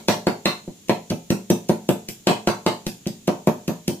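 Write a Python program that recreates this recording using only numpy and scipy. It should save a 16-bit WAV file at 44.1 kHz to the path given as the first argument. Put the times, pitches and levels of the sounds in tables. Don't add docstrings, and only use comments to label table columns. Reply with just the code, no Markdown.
import sys
import numpy as np
from scipy import signal
from scipy.fft import rfft, irfft
from scipy.io import wavfile
from scipy.ndimage import uniform_filter1d, minimum_filter1d

SR = 44100
rng = np.random.default_rng(int(sys.argv[2]) if len(sys.argv) > 2 else 0)


def bounce(signal):
    frames = np.transpose(np.atleast_2d(signal))
    limited = np.clip(frames, -1, 1)
    pcm = np.round(limited * 32767).astype(np.int16)
    wavfile.write(sys.argv[1], SR, pcm)


N = 176400
LENGTH, ONSET = SR * 3 // 5, SR // 50
AGE = np.arange(LENGTH) / SR
BAND_EDGES_HZ = 22 * 2 ** np.arange(0, 9.6, .5)
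SILENT_DB = -120

# t/s, thud level/dB, contact cutoff f/Hz, clack level/dB, pestle level/dB,
# crush level/dB, crush lead and pop lag t/s, crush tilt/(dB per octave), pop level/dB
PESTLE_BLOWS = [ (-.125, -0.5, 695, -10.5, -49, -19.5, -0.0043, 4, -35),
                (0.0851, 1.5, 1140, -10, -26.5, -15, .001, 2, -15),
                (0.2695, -2, 1020, -16.5, -49, -32, .001, 0, -41),
                (0.4567, -3.5, 960, -11.5, -14, -24.5, .001, -0.5, -13),
                (0.6774, -16.5, 341.2, -53, -57, -32, -0.0039, -12, -70),
                (0.8953, -1.5, 1120, -16, -35, -33, 0.0096, 0, -38),
                (1.1055, -4, 220, -26.5, -59, -25.5, .003, 0.5, -28.5),
                (1.3043, 2.5, 257, -24, -57, -22, -0.0005, -0.5, -20.5),
                (1.5025, 2.5, 388, -23, -60, -19.5, -.001, 4.5, -21.5),
                (1.6948, -1.5, 685, -24, -61, -28, 0.0051, 4, -54),
                (1.8903, 0, 588, -22.5, -61, -24, 0, 5, -17),
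                (2.0870, -18.5, 300, -49, -55, -26, -.001, 2, -38),
                (2.2709, 0.5, 1750, -6.5, -37, -21, 0, -1, -12),
                (2.4735, -1.5, 1070, -13, -31, -22.5, 0, 0.5, -23),
                (2.6639, -2, 1499, -12.5, -26, -26, 0, -1.5, -44),
                (2.8661, -9.5, 300, -31, -52, -22.5, -.001, 0, -42),
                (3.0657, -4.5, 227, -37.5, -75, -27, -0.0069, 1, -32),
                (3.2795, -3.5, 710, -22.5, -55, -26, .003, 0.5, -43),
                (3.4730, -1, 887.6, -22.5, -56, -28.5, 0, 4, -56),
                (3.6802, -2, 217.6, -28, -59, -29, .001, 2.5, -32),
                (3.8802, -1, 217, -30, -60, -22, 0, 1.5, -22)]
# t/s, thud level/dB, contact cutoff f/Hz
MORTAR_REBOUNDS = [(1.1185, -10, 596), (1.3197, -9, 447), (2.2978, -5, 1090), (3.2912, -13.5, 810),
                   (3.6936, -12.5, 720), (3.8945, -12, 401)]
# f/Hz, level/dB, T60/s
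MORTAR_MODES = [(161, 1, 0.015), (337, 4.5, 0.0061), (591.2, -8, 0.025), (910, -19.5, .03)]
# f/Hz, level/dB, T60/s
PESTLE_MODES = [(2110, -13, 0.053), (2315, -12.5, 0.047), (3810, -7, .025), (4150, -2.5, 0.084),
                (4055, 0, 0.052), (4630, -6, 0.039), (5490, -17, .05), (7530, -19, 0.056)]
# f/Hz, level/dB, T60/s
CAVITY_MODES = [(2663, -0.5, 0.0083), (3044, -2, 0.011)]
# f/Hz, relative level/dB
CLACK_SPECTRUM = [(500, -60), (900, -6.5), (1500, -5.5), (2500, -3.5), (3300, -6), (4500, -4.5),
                  (6000, -16), (8000, -14), (10000, -21), (16000, -28)]
# f/Hz, relative level/dB
CRUSH_SPECTRUM = [(400, 14.5), (1200, -7), (2500, 5.5), (4000, 5), (6000, 8), (8000, -0.5), (10000, -4.5),
                  (13000, -3), (15500, -12)]
# delay t/s, left level/dB, right level/dB
EARLY_ECHOES = [(.0057, -3, -7), (.0082, -12.5, -13), (0.0114, -9, -9), (0.0157, -7, -7.5),
                (.0194, -18.5, -10.5), (0.0244, -22, -6)]
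# f/Hz, level/dB, T60/s
STANDING_WAVES = [(114.3, -27.5, 0.31), (166.3, -27, 0.38), (192, -26, 0.34), (214, -32.5, 0.61),
                  (240.7, -26.5, 0.34), (349.4, -15.5, 0.23), (370.5, -28.5, 0.27), (405, -33.5, 0.44),
                  (447.5, -32.5, 0.43), (539.6, -30.5, 0.35), (543, -49.5, 0.26), (610, -29.5, 0.36),
                  (703, -29.5, 0.36), (875, -27.5, 0.31), (1001, -31.5, 0.27), (1117, -33, 0.24)]
# f/Hz, level/dB
TAIL_SPECTRUM = [(50, -23), (100, -2.5), (170, -3.5), (290, -0.5), (550, -7.5), (900, 10), (1500, 4),
                 (3000, -1), (6000, -0.5), (14000, 4)]
# f/Hz, T60/s
REVERB_TIME = [(100, 0.14), (250, 0.24), (600, 0.29), (1500, 0.26), (4000, 0.29), (8000, 0.28),
               (15000, 0.26)]
# f/Hz, coherence/1
COHERENCE = [(25, 1), (80, 0.87), (150, 0.94), (350, 0.59), (700, 0.13), (1400, 0.013), (15000, 0.02)]
# f/Hz, relative level/dB
BACKGROUND_SPECTRUM = [(25, -14), (60, -14), (120, -6.5), (210, -3), (400, -14), (800, -24.5),
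                       (1600, -26.5), (3500, -19), (5000, -22.5), (6200, -17), (7050, -11.5), (8000, -23),
                       (10000, -25), (15000, -27)]


def from_db(db):
    return 10 ** (np.asarray(db) / 20)


def at_hz(points, hz):
    f, values = np.transpose(points)
    return np.interp(np.log(np.maximum(hz, 1)), np.log(f), values)


def coloured(x, spectrum):
    gain = from_db(at_hz(spectrum, np.fft.rfftfreq(len(x), 1 / SR)))
    return irfft(rfft(x) * gain, len(x))


def butterworth(x, hz, kind="low"):
    return signal.sosfilt(signal.butter(2, hz, kind, fs=SR, output="sos"), x + 1e-18)


def delayed(x, s):
    return irfft(rfft(x) * np.exp(-2j * np.pi * np.fft.rfftfreq(LENGTH, 1 / SR) * s), LENGTH)


def modes(x, table, scatter_db):
    out = 0
    for hz, db, t60 in table:
        r, w = from_db(-60 / (t60 * SR)), 2 * np.pi * hz / SR
        ring = signal.lfilter([0, np.sin(w)], [1, -2 * r * np.cos(w), r * r], x + 1e-18)
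        out += from_db(db + scatter_db * rng.standard_normal()) * ring
    return out


def burst(spectrum, envelope, grain_db):
    noise = rng.standard_normal(LENGTH)
    grains = from_db(grain_db * np.repeat(rng.standard_normal(LENGTH), 20)[:LENGTH])
    x = coloured(noise * grains * envelope, spectrum)
    return x * np.sqrt(np.sum(envelope ** 2) / np.sum(x ** 2))


def diffuse_bands(size):
    hz = np.fft.rfftfreq(size, 1 / SR)
    mid, side = rfft(rng.standard_normal((2, size)))
    coherence = at_hz(COHERENCE, hz)
    stereo = np.sqrt((1 + coherence) / 2) * mid + np.sqrt((1 - coherence) / 2) * side * [[1], [-1]]
    bands = zip(BAND_EDGES_HZ, BAND_EDGES_HZ[1:])
    return np.array([irfft(stereo * ((hz >= lo) & (hz < hi)), size) for lo, hi in bands])


def background(level_db=-50):
    x = np.array([coloured(side, BACKGROUND_SPECTRUM) for side in diffuse_bands(N).sum(axis=0)])
    return from_db(level_db) * x / x.std()


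def tail_envelopes(build_s=0.0017, treble_pan_db=-0.7):
    hz = np.sqrt(BAND_EDGES_HZ[1:] * BAND_EDGES_HZ[:-1])
    decay = from_db(-60 * AGE / at_hz(REVERB_TIME, hz)[:, None]) * (1 - np.exp(-AGE / build_s))
    decay *= (from_db(at_hz(TAIL_SPECTRUM, hz)) / np.linalg.norm(decay, axis=1))[:, None]
    pan = from_db(treble_pan_db * np.outer(hz / hz[-1], [1, -1]))
    return decay[:, None] * pan[:, :, None]


def room(force, direct, towards_walls, tail, right_lag_s=.0001, sway_s=0.00014):
    early = np.array([direct, delayed(direct, right_lag_s)])
    dull = butterworth(direct, hz=2320)
    for s, left_db, right_db in EARLY_ECHOES:
        early += from_db([[left_db], [right_db]]) * delayed(dull, s + sway_s * rng.standard_normal())
    boom = modes(force, STANDING_WAVES, scatter_db=2.15)
    reverberation = signal.fftconvolve(towards_walls[None], tail, axes=1)[:, :LENGTH]
    return early - boom + reverberation


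def room_node(x, hz=299, q=2.56, depth=0.4):
    return x - depth * signal.lfilter(*signal.iirpeak(hz, q, fs=SR), x)


def food_crush(t, tilt_db, rise_s=0.0018, fall_s=0.0017, snap_db=3.5, snap_s=0.00049):
    squeeze = 0.93 * np.exp(-abs(t) / np.where(t < 0, rise_s, fall_s))
    snap = from_db(snap_db) * (t >= 0) * np.exp(-abs(t) / snap_s)
    spectrum = [(hz, db + tilt_db * np.log2(hz)) for hz, db in CRUSH_SPECTRUM]
    return burst(spectrum, squeeze + snap, grain_db=0.5)


def stone_clack(t, fall_s=0.0027):
    return burst(CLACK_SPECTRUM, (t >= 0) * np.exp(-abs(t) / fall_s), grain_db=1.5)


def mortar_thud(force):
    lowest = modes(force, MORTAR_MODES[:1], scatter_db=0.57)
    return lowest - modes(force, MORTAR_MODES[1:], scatter_db=0.7)


def blow(thud_db, contact_hz, clack_db=SILENT_DB, pestle_db=SILENT_DB, crush_db=SILENT_DB,
         lead_s=0, tilt_db=0, pop_db=SILENT_DB):
    impulse, t = signal.unit_impulse(LENGTH, ONSET), AGE - ONSET / SR
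    pulse = from_db(thud_db) * butterworth(impulse, contact_hz)
    force = butterworth(pulse, hz=124, kind="high")
    thud = mortar_thud(force)
    clack = from_db(clack_db) * stone_clack(t)
    pestle_ring = from_db(pestle_db) * modes(impulse, PESTLE_MODES, scatter_db=3.4)
    crush = from_db(crush_db) * food_crush(t + lead_s, tilt_db)
    cavity_pop = from_db(pop_db) * modes(delayed(impulse, lead_s), CAVITY_MODES, scatter_db=1.5)
    return force, thud + clack + pestle_ring + crush + cavity_pop


def pounding():
    size = N + 3 * LENGTH
    out, field, envelopes = np.zeros((2, size)), diffuse_bands(size), tail_envelopes()
    for s, *stroke in PESTLE_BLOWS + MORTAR_REBOUNDS:
        start = LENGTH + int(s * SR) - ONSET
        span = slice(start, start + LENGTH)
        tail = np.sum(envelopes * field[:, :, span], axis=0)
        force, direct = blow(*stroke)
        _, towards_walls = blow(*stroke)
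        out[:, span] += room(force, direct, towards_walls, tail)
    return out[:, LENGTH:LENGTH + N]


def scene():
    return room_node(pounding()) + background()


def record(dry, limit_db=-2, release_db_per_s=133, attack_s=0.0037, cutoff_hz=15400):
    excess_db = np.maximum(20 * np.log10(abs(dry).max(axis=0) + 1e-9) - limit_db, 0)
    recovery_db = release_db_per_s * np.arange(N) / SR
    held_db = recovery_db - np.maximum.accumulate(excess_db + recovery_db)
    width = int(attack_s * SR) + 1
    gain_db = uniform_filter1d(minimum_filter1d(held_db, width), width)
    top_cut = signal.ellip(10, .2, 80, cutoff_hz, fs=SR, output="sos")
    return signal.sosfilt(top_cut, dry * from_db(gain_db))


dry = scene()
out = record(dry)
bounce(out)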